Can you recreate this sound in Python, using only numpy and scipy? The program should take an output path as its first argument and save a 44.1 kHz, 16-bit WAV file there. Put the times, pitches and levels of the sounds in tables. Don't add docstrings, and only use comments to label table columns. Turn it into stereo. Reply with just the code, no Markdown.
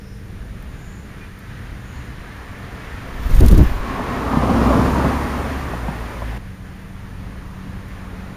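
import sys
import numpy as np
from scipy import signal
from scipy.fft import rfft, irfft, next_fast_len
from scipy.io import wavfile
from scipy.ndimage import uniform_filter1d, map_coordinates

SR = 44100
rng = np.random.default_rng(int(sys.argv[2]) if len(sys.argv) > 2 else 0)


def unload_audio(sound):
    columns = np.transpose(np.atleast_2d(sound))
    steps = np.round(np.clip(columns, -1, 1) * 32767)
    wavfile.write(sys.argv[1], SR, steps.astype(np.int16))


N = 368676
T = np.arange(N) / SR

# time in seconds, pitch in Hz, load in dB.
EXHAUST = [(4.1, 64, -9), (4.35, 62.4, 4.5), (4.55, 60.9, -3), (4.69, 61.5, 4), (4.9, 68.5, -0.5),
           (5.63, 71.5, -1.5), (5.78, 56.9, 1.5), (6.05, 55.8, 0.5), (6.37, 55, 7)]
# frequency in Hz, relative level in dB per Hz.
TYRE_ROAR = [(200, -18), (400, -1), (620, -2.5), (790, -1.5), (1100, 0.5), (1400, -6.5), (2000, -21),
             (3000, -24.5), (6000, -31.5), (12000, -44)]
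TYRE_HISS = [(600, -53), (1200, -2.5), (1800, 2.5), (2300, -3.5), (3200, -9.5), (5000, -15.5),
             (7000, -20.5), (12000, -30)]
TYRE_SIZZLE = [(2000, -22), (4500, 0.5), (9000, 1.5), (11000, 0), (15000, -2.5)]
BODY_RUMBLE = [(20, -16), (45, 1), (110, 1.5), (160, -2), (210, 1), (255, 5.5), (310, -3), (420, -8),
               (700, -12), (1500, -67)]
TOWN_RUMBLE = [(15, -10), (35, -2), (60, 0), (110, -6), (150, -8), (200, -10.5), (280, -16.5), (400, -23),
               (700, -28), (1700, -32.5), (4000, -41), (8000, -61)]
AIR_PUSH = [(10, -4.5), (18, -6), (36, 0), (60, -5), (110, -22.5), (250, -32), (1000, -61.5)]
AIR_EDDIES = [(20, -2.5), (60, 1.5), (130, -2.5), (250, -10), (420, -17), (700, -34.5), (1500, -40.5),
              (4000, -73)]
PREAMP_HISS = [(1000, -8), (6500, 4.5), (8200, -1.5), (9500, 5.5), (11000, 0), (15000, -0.5)]
GRASS_RUSTLE = [(1500, 9), (3500, 8), (7000, -0.5), (10000, -7), (14500, 4.0)]
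# frequency in Hz, likeness (1 is identical).
TYRE_LIKENESS = [(60, .92), (300, 0.99), (1200, 0.955), (2400, 0.92), (4400, 0.54), (9000, 0.099),
                 (15000, 0.1)]
# level in dB when abreast, extra dB along the road,
# extra dB to the rear, ground loss in dB per m, extra dB of the second car.
ROAR_CARRY = (-21, -0.8, 0.55, 0.27, 0.5)
HISS_CARRY = (-34.5, 8, 0.05, -0.0071, -3.5)
SIZZLE_CARRY = (-41.5, 2.5, 2.5, 0.04, -3.0)
BODY_CARRY = (-16, -5.0, 0.46, 0.36, 0.3)
EXHAUST_CARRY = (-21.5, -2, 4, 0.15, -30.0)
# start in seconds, slap of the tyre in dB, thud of the chassis in dB.
KNOCKS = [(3.993, -22, -30), (4.33, -15, -17), (4.37, -24, -14), (4.422, -14, -26), (4.495, -13, -11.5),
          (4.703, -9, -16), (5.044, -12, -8), (5.734, -21.5, -25), (5.881, -20, -16), (6.219, -20.5, -32)]
# middle in seconds, level in dB.
AIR_BURSTS = [(3.431, 1), (3.526, -2.5), (3.602, 1.5)]
# start in seconds, level in dB, lowest frequency in Hz.
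GRASS_TICKS = [(.623, -36, 11570), (1.388, -34, 12000), (2.586, -39, 11500), (3.264, -33, 11000),
               (3.307, -30, 5000), (3.347, -27, 5000), (3.363, -25, 3000), (3.404, -19.5, 3000),
               (3.425, -28, 2980), (3.460, -19, 2000), (3.482, -13.5, 1500), (3.511, -20, 2500),
               (3.519, -21, 3000), (3.545, -26, 2500), (3.577, -17.5, 2500), (3.633, -27, 9000),
               (7.881, -37, 12100)]
# frequency in Hz, level in dB before the edit, level in dB after it.
MACHINE_HUM = [(38, -53, -45), (49.9, -46, -51), (119.8, -50, -47.5), (446, -63.5, -79)]
# multiple of its pitch, level in dB before the edit, level in dB after it.
MOTOR_OVERTONES = [(1, -45, -42.5), (2, -47.5, -40.5), (3, -58, -55), (4, -60.5, -70), (5, -60.5, -65)]
# Hz before the edit, Hz after it.
MOTOR_HZ = (97, 93.8)
# middle in seconds, half-length in seconds, pitch in Hz, width in Hz, level in dB.
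BIRD_CALLS = [(.1, 0.1, 5400, 900, -54), (.9, 0.16, 6940, 800, -54), (1.943, 0.13, 6770, 900, -55)]
# middle in seconds, half-length in seconds, pitch in Hz, glide in Hz per s, level in dB.
BIRD_PEEPS = [(1.233, 0.03, 2420, -700, -45.5), (1.975, .025, 4300, -7000, -55)]

CUT_S = 6.378
PASS_S = 4.71
ROAD_M, SPEED_M_PER_S = 5.03, 12.96
NEXT_CAR_M, NEXT_SPEED_M_PER_S = 46.2, 9.6
SIGHT_M, SCREEN_DB_PER_M = 49.8, 0.5
SLAP_HZ, SLAP_T60_S = 770, 0.057
THUD_HZ, THUD_T60_S = 199.5, 0.16
TICK_T60_S = 0.029
PUFF_S, PUFF_HOLD_S, PUFF_DB = 3.35, 0.15, -3
PUFF_RISE_DB_PER_S, PUFF_FALL_DB_PER_S = 130, 66
PULSE_HZ, PULSE_DB = 22, 3.5
EDDY_DB = -27
BURST_HALF_S = 0.026
WAKE_S, WAKE_HALF_S, WAKE_DB = 3.72, 0.18, -29.5
NOTCH_HZ, TOP_HZ = 7830, 15150


def tyres():
    roar_db = pass_by(ROAR_CARRY) + 0.4 * wobble(28)
    roar = amp(roar_db) * patchy(rush(TYRE_ROAR, TYRE_LIKENESS), depth_db=2.5)
    hiss_db = pass_by(HISS_CARRY) + 0.98 * wobble(12)
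    hiss = amp(hiss_db) * patchy(rush(TYRE_HISS, TYRE_LIKENESS), depth_db=2.5)
    sizzle = amp(pass_by(SIZZLE_CARRY)) * rush(TYRE_SIZZLE, TYRE_LIKENESS)
    tread = amp(-35.0) * swell(3.97, 0.29) * band(1100, 75)[0]
    return roar + hiss + sizzle + tread


def car_body():
    level_db = pass_by(BODY_CARRY) + 0.36 * wobble(18)
    return amp(level_db) * rush(BODY_RUMBLE, [(100, 1.0)])


def exhaust():
    pitch_hz, load_db = curves(EXHAUST)
    unsteady_hz = pitch_hz * (1 + 0.015 * wobble(14))
    phase = 2 * np.pi * np.cumsum(unsteady_hz) / SR
    tone = np.sqrt(2) * (np.sin(phase) + amp(-9.5) * np.sin(2 * phase))
    return amp(pass_by(EXHAUST_CARRY) + load_db + 1.2 * wobble(12)) * tone


def knocks(count=24):
    out = np.zeros(N)
    t = np.arange(SR // 4) / SR
    for s, slap_db, thud_db in KNOCKS:
        for db, hz, t60 in (slap_db, SLAP_HZ, SLAP_T60_S), (thud_db, THUD_HZ, THUD_T60_S):
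            octaves, start = rng.random((2, count, 1))
            tone_hz = hz * 2 ** (octaves - 0.5)
            ring = unit(np.sin(2 * np.pi * (tone_hz * t + start)).sum(0))
            attack = 1 - np.exp(-t / 0.0017)
            out[round(s * SR):][:len(t)] += amp(db - 60 * t / t60) * attack * ring
    return out


def car_place():
    first_m = SPEED_M_PER_S * (T - PASS_S)
    second_m = NEXT_SPEED_M_PER_S * (T - CUT_S) - NEXT_CAR_M
    along_m = np.where(T < CUT_S, first_m, second_m)
    distance = np.hypot(along_m, ROAD_M)
    return distance, along_m / distance


def pass_by(carry):
    abreast_db, along_db, rear_db, loss_db_per_m, second_db = carry
    distance, bearing = car_place()
    spreading = 20 * np.log10(ROAD_M / distance)
    direction = along_db * bearing ** 2 + rear_db * bearing
    ground_loss = loss_db_per_m * (distance - ROAD_M)
    screen_loss = SCREEN_DB_PER_M * np.maximum(distance - SIGHT_M, 0)
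    return abreast_db + spreading + direction - ground_loss - screen_loss + second_db * (T >= CUT_S)


def from_road(pair, delay_s):
    lead = car_place()[1] * delay_s * SR / 2
    n = np.arange(N)
    return np.array([map_coordinates(x, [n + sign * lead], mode="nearest") for x, sign in zip(pair, (1, -1))])


def gust():
    t = T - PUFF_S
    rise_db = PUFF_RISE_DB_PER_S * np.maximum(-t, 0)
    fall_db = PUFF_FALL_DB_PER_S * np.maximum(t - PUFF_HOLD_S, 0)
    pulse_db = PULSE_DB * (np.cos(2 * np.pi * PULSE_HZ * t) - 1)
    push = amp(PUFF_DB - rise_db - fall_db + pulse_db)
    bursts = sum(amp(db) * swell(s, BURST_HALF_S) for s, db in AIR_BURSTS)
    wake = amp(WAKE_DB) * swell(WAKE_S, WAKE_HALF_S)
    turbulence = amp(EDDY_DB) * push + bursts + wake
    air = push * rush(AIR_PUSH, [(50, 0.98)]) + turbulence * rush(AIR_EDDIES, [(100, 0.086)])
    return 0.97 * air / (1 + np.abs(air) ** 6) ** (1 / 6)


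def grass():
    rustle_gain = amp(-36.5 + 2.5 * wobble(70)) * swell(3.47, 0.29)
    out = rustle_gain * rush(GRASS_RUSTLE, [(1000, 0.05)])
    t = np.arange(SR // 10) / SR
    for s, db, low_hz in GRASS_TICKS:
        knots = t[::40]
        grain_db = 3 * np.interp(t, knots, rng.standard_normal(len(knots)))
        grains = rng.standard_normal((2, len(t))) * amp(grain_db)
        high_pass = signal.butter(2, low_hz, "high", fs=SR, output="sos")
        crisp = unit(signal.sosfilt(high_pass, grains))
        attack = 1 - np.exp(-t / 0.002)
        out[:, round(s * SR):][:, :len(t)] += amp(db - 60 * t / TICK_T60_S) * attack * crisp
    return out


def birds():
    calls = sum(amp(db) * swell(s, half) * band(hz, width) for s, half, hz, width, db in BIRD_CALLS)
    peeps = np.zeros(N)
    for s, half, hz, glide, db in BIRD_PEEPS:
        t = T - s
        peeps += amp(db) * swell(s, half) * np.sin(2 * np.pi * (hz + glide * t / 2) * t)
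    return calls + peeps


def town():
    likeness = [(40, 0.86), (200, 0.95), (1500, 0.7), (5000, 0.37)]
    rumble = amp(-34.5 + 1.5 * wobble(6)) * rush(TOWN_RUMBLE, likeness)
    tones = np.zeros(N)
    for hz, before, after in MACHINE_HUM:
        level_db = np.where(T < CUT_S, before, after) + 4.3 * wobble(4)
        tones += amp(level_db) * np.sin(2 * np.pi * hz * T + 0.83 * wobble(3))
    motor_phase = 2 * np.pi * np.where(T < CUT_S, *MOTOR_HZ) * T + 0.47 * wobble(4)
    for multiple, before, after in MOTOR_OVERTONES:
        level_db = np.where(T < CUT_S, before, after) + 1.37 * wobble(4.6)
        tones += amp(level_db) * np.sin(multiple * motor_phase)
    return rumble + np.sqrt(2) * tones


def amp(db):
    return 10 ** (np.asarray(db) / 20)


def unit(x):
    return x / np.sqrt(np.mean(x ** 2) + 1e-20)


def along(points, hz):
    f, v = np.transpose(points)
    return np.interp(np.log(hz + 1), np.log(f + 1), v)


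def curves(rows):
    s, *cols = np.transpose(rows)
    return [np.interp(T, s, c) for c in cols]


def wobble(rate):
    coarse_t = np.linspace(0, T[-1], N // 100)
    points = rng.standard_normal(int(N * rate / SR) + 4)
    return np.interp(T, coarse_t, map_coordinates(points, [coarse_t * rate]))


def swell(s, half):
    out = np.zeros(N)
    near = slice(*np.searchsorted(T, [s - 4 * half, s + 4 * half]))
    out[near] = np.exp(-((T[near] - s) / half) ** 2)
    return out


def filtered(x, response):
    m = next_fast_len(N + 8192)
    return irfft(rfft(x, m) * response(np.fft.rfftfreq(m, 1 / SR)), m)[..., :N]


def rush(spectrum, alike):
    m = next_fast_len(N, real=True)
    hz = np.fft.rfftfreq(m, 1 / SR)
    likeness = np.clip(along(alike, hz), -1, 1)
    colour = amp(along(spectrum, hz)) * np.sqrt([1 + likeness, 1 - likeness])
    mid, side = irfft(rfft(rng.standard_normal((2, m))) * colour, m)[:, :N]
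    return unit(np.array([mid + side, mid - side]))


def band(hz, width_hz):
    noise = rng.standard_normal((2, N))
    return unit(filtered(noise, lambda f: 1 / (1 + ((f - hz) / (width_hz / 2)) ** 4)))


def patchy(x, depth_db):
    z = signal.stft(x, nperseg=2048)[2]
    field = rng.standard_normal(z.shape[1:])
    field = uniform_filter1d(field, size=4, axis=0)
    field = uniform_filter1d(field, size=5, axis=1)
    hz = np.linspace(0, SR / 2, len(field))[:, None]
    gain = amp(depth_db / (1 + hz / 2500) * unit(field))
    return unit(signal.istft(z * gain, nperseg=2048)[1][:, :N])


def scene():
    car = tyres() + car_body() + exhaust() + knocks()
    road = from_road(car, delay_s=5.5e-5)
    tilt = amp([[0.4], [-0.4]])
    return (road + town()) * tilt + birds() + gust() + grass()


def record(dry):
    hiss = amp(-55) * rush(PREAMP_HISS, [(1000, 0.047)])
    clipped = np.clip(dry + hiss, -1, 1)

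    def response(hz):
        notch = 1 - np.exp(-((hz - NOTCH_HZ) / 250) ** 2)
        return notch / (1 + (hz / TOP_HZ) ** 200)

    return filtered(clipped, response)


dry = scene()
out = record(dry)
unload_audio(out)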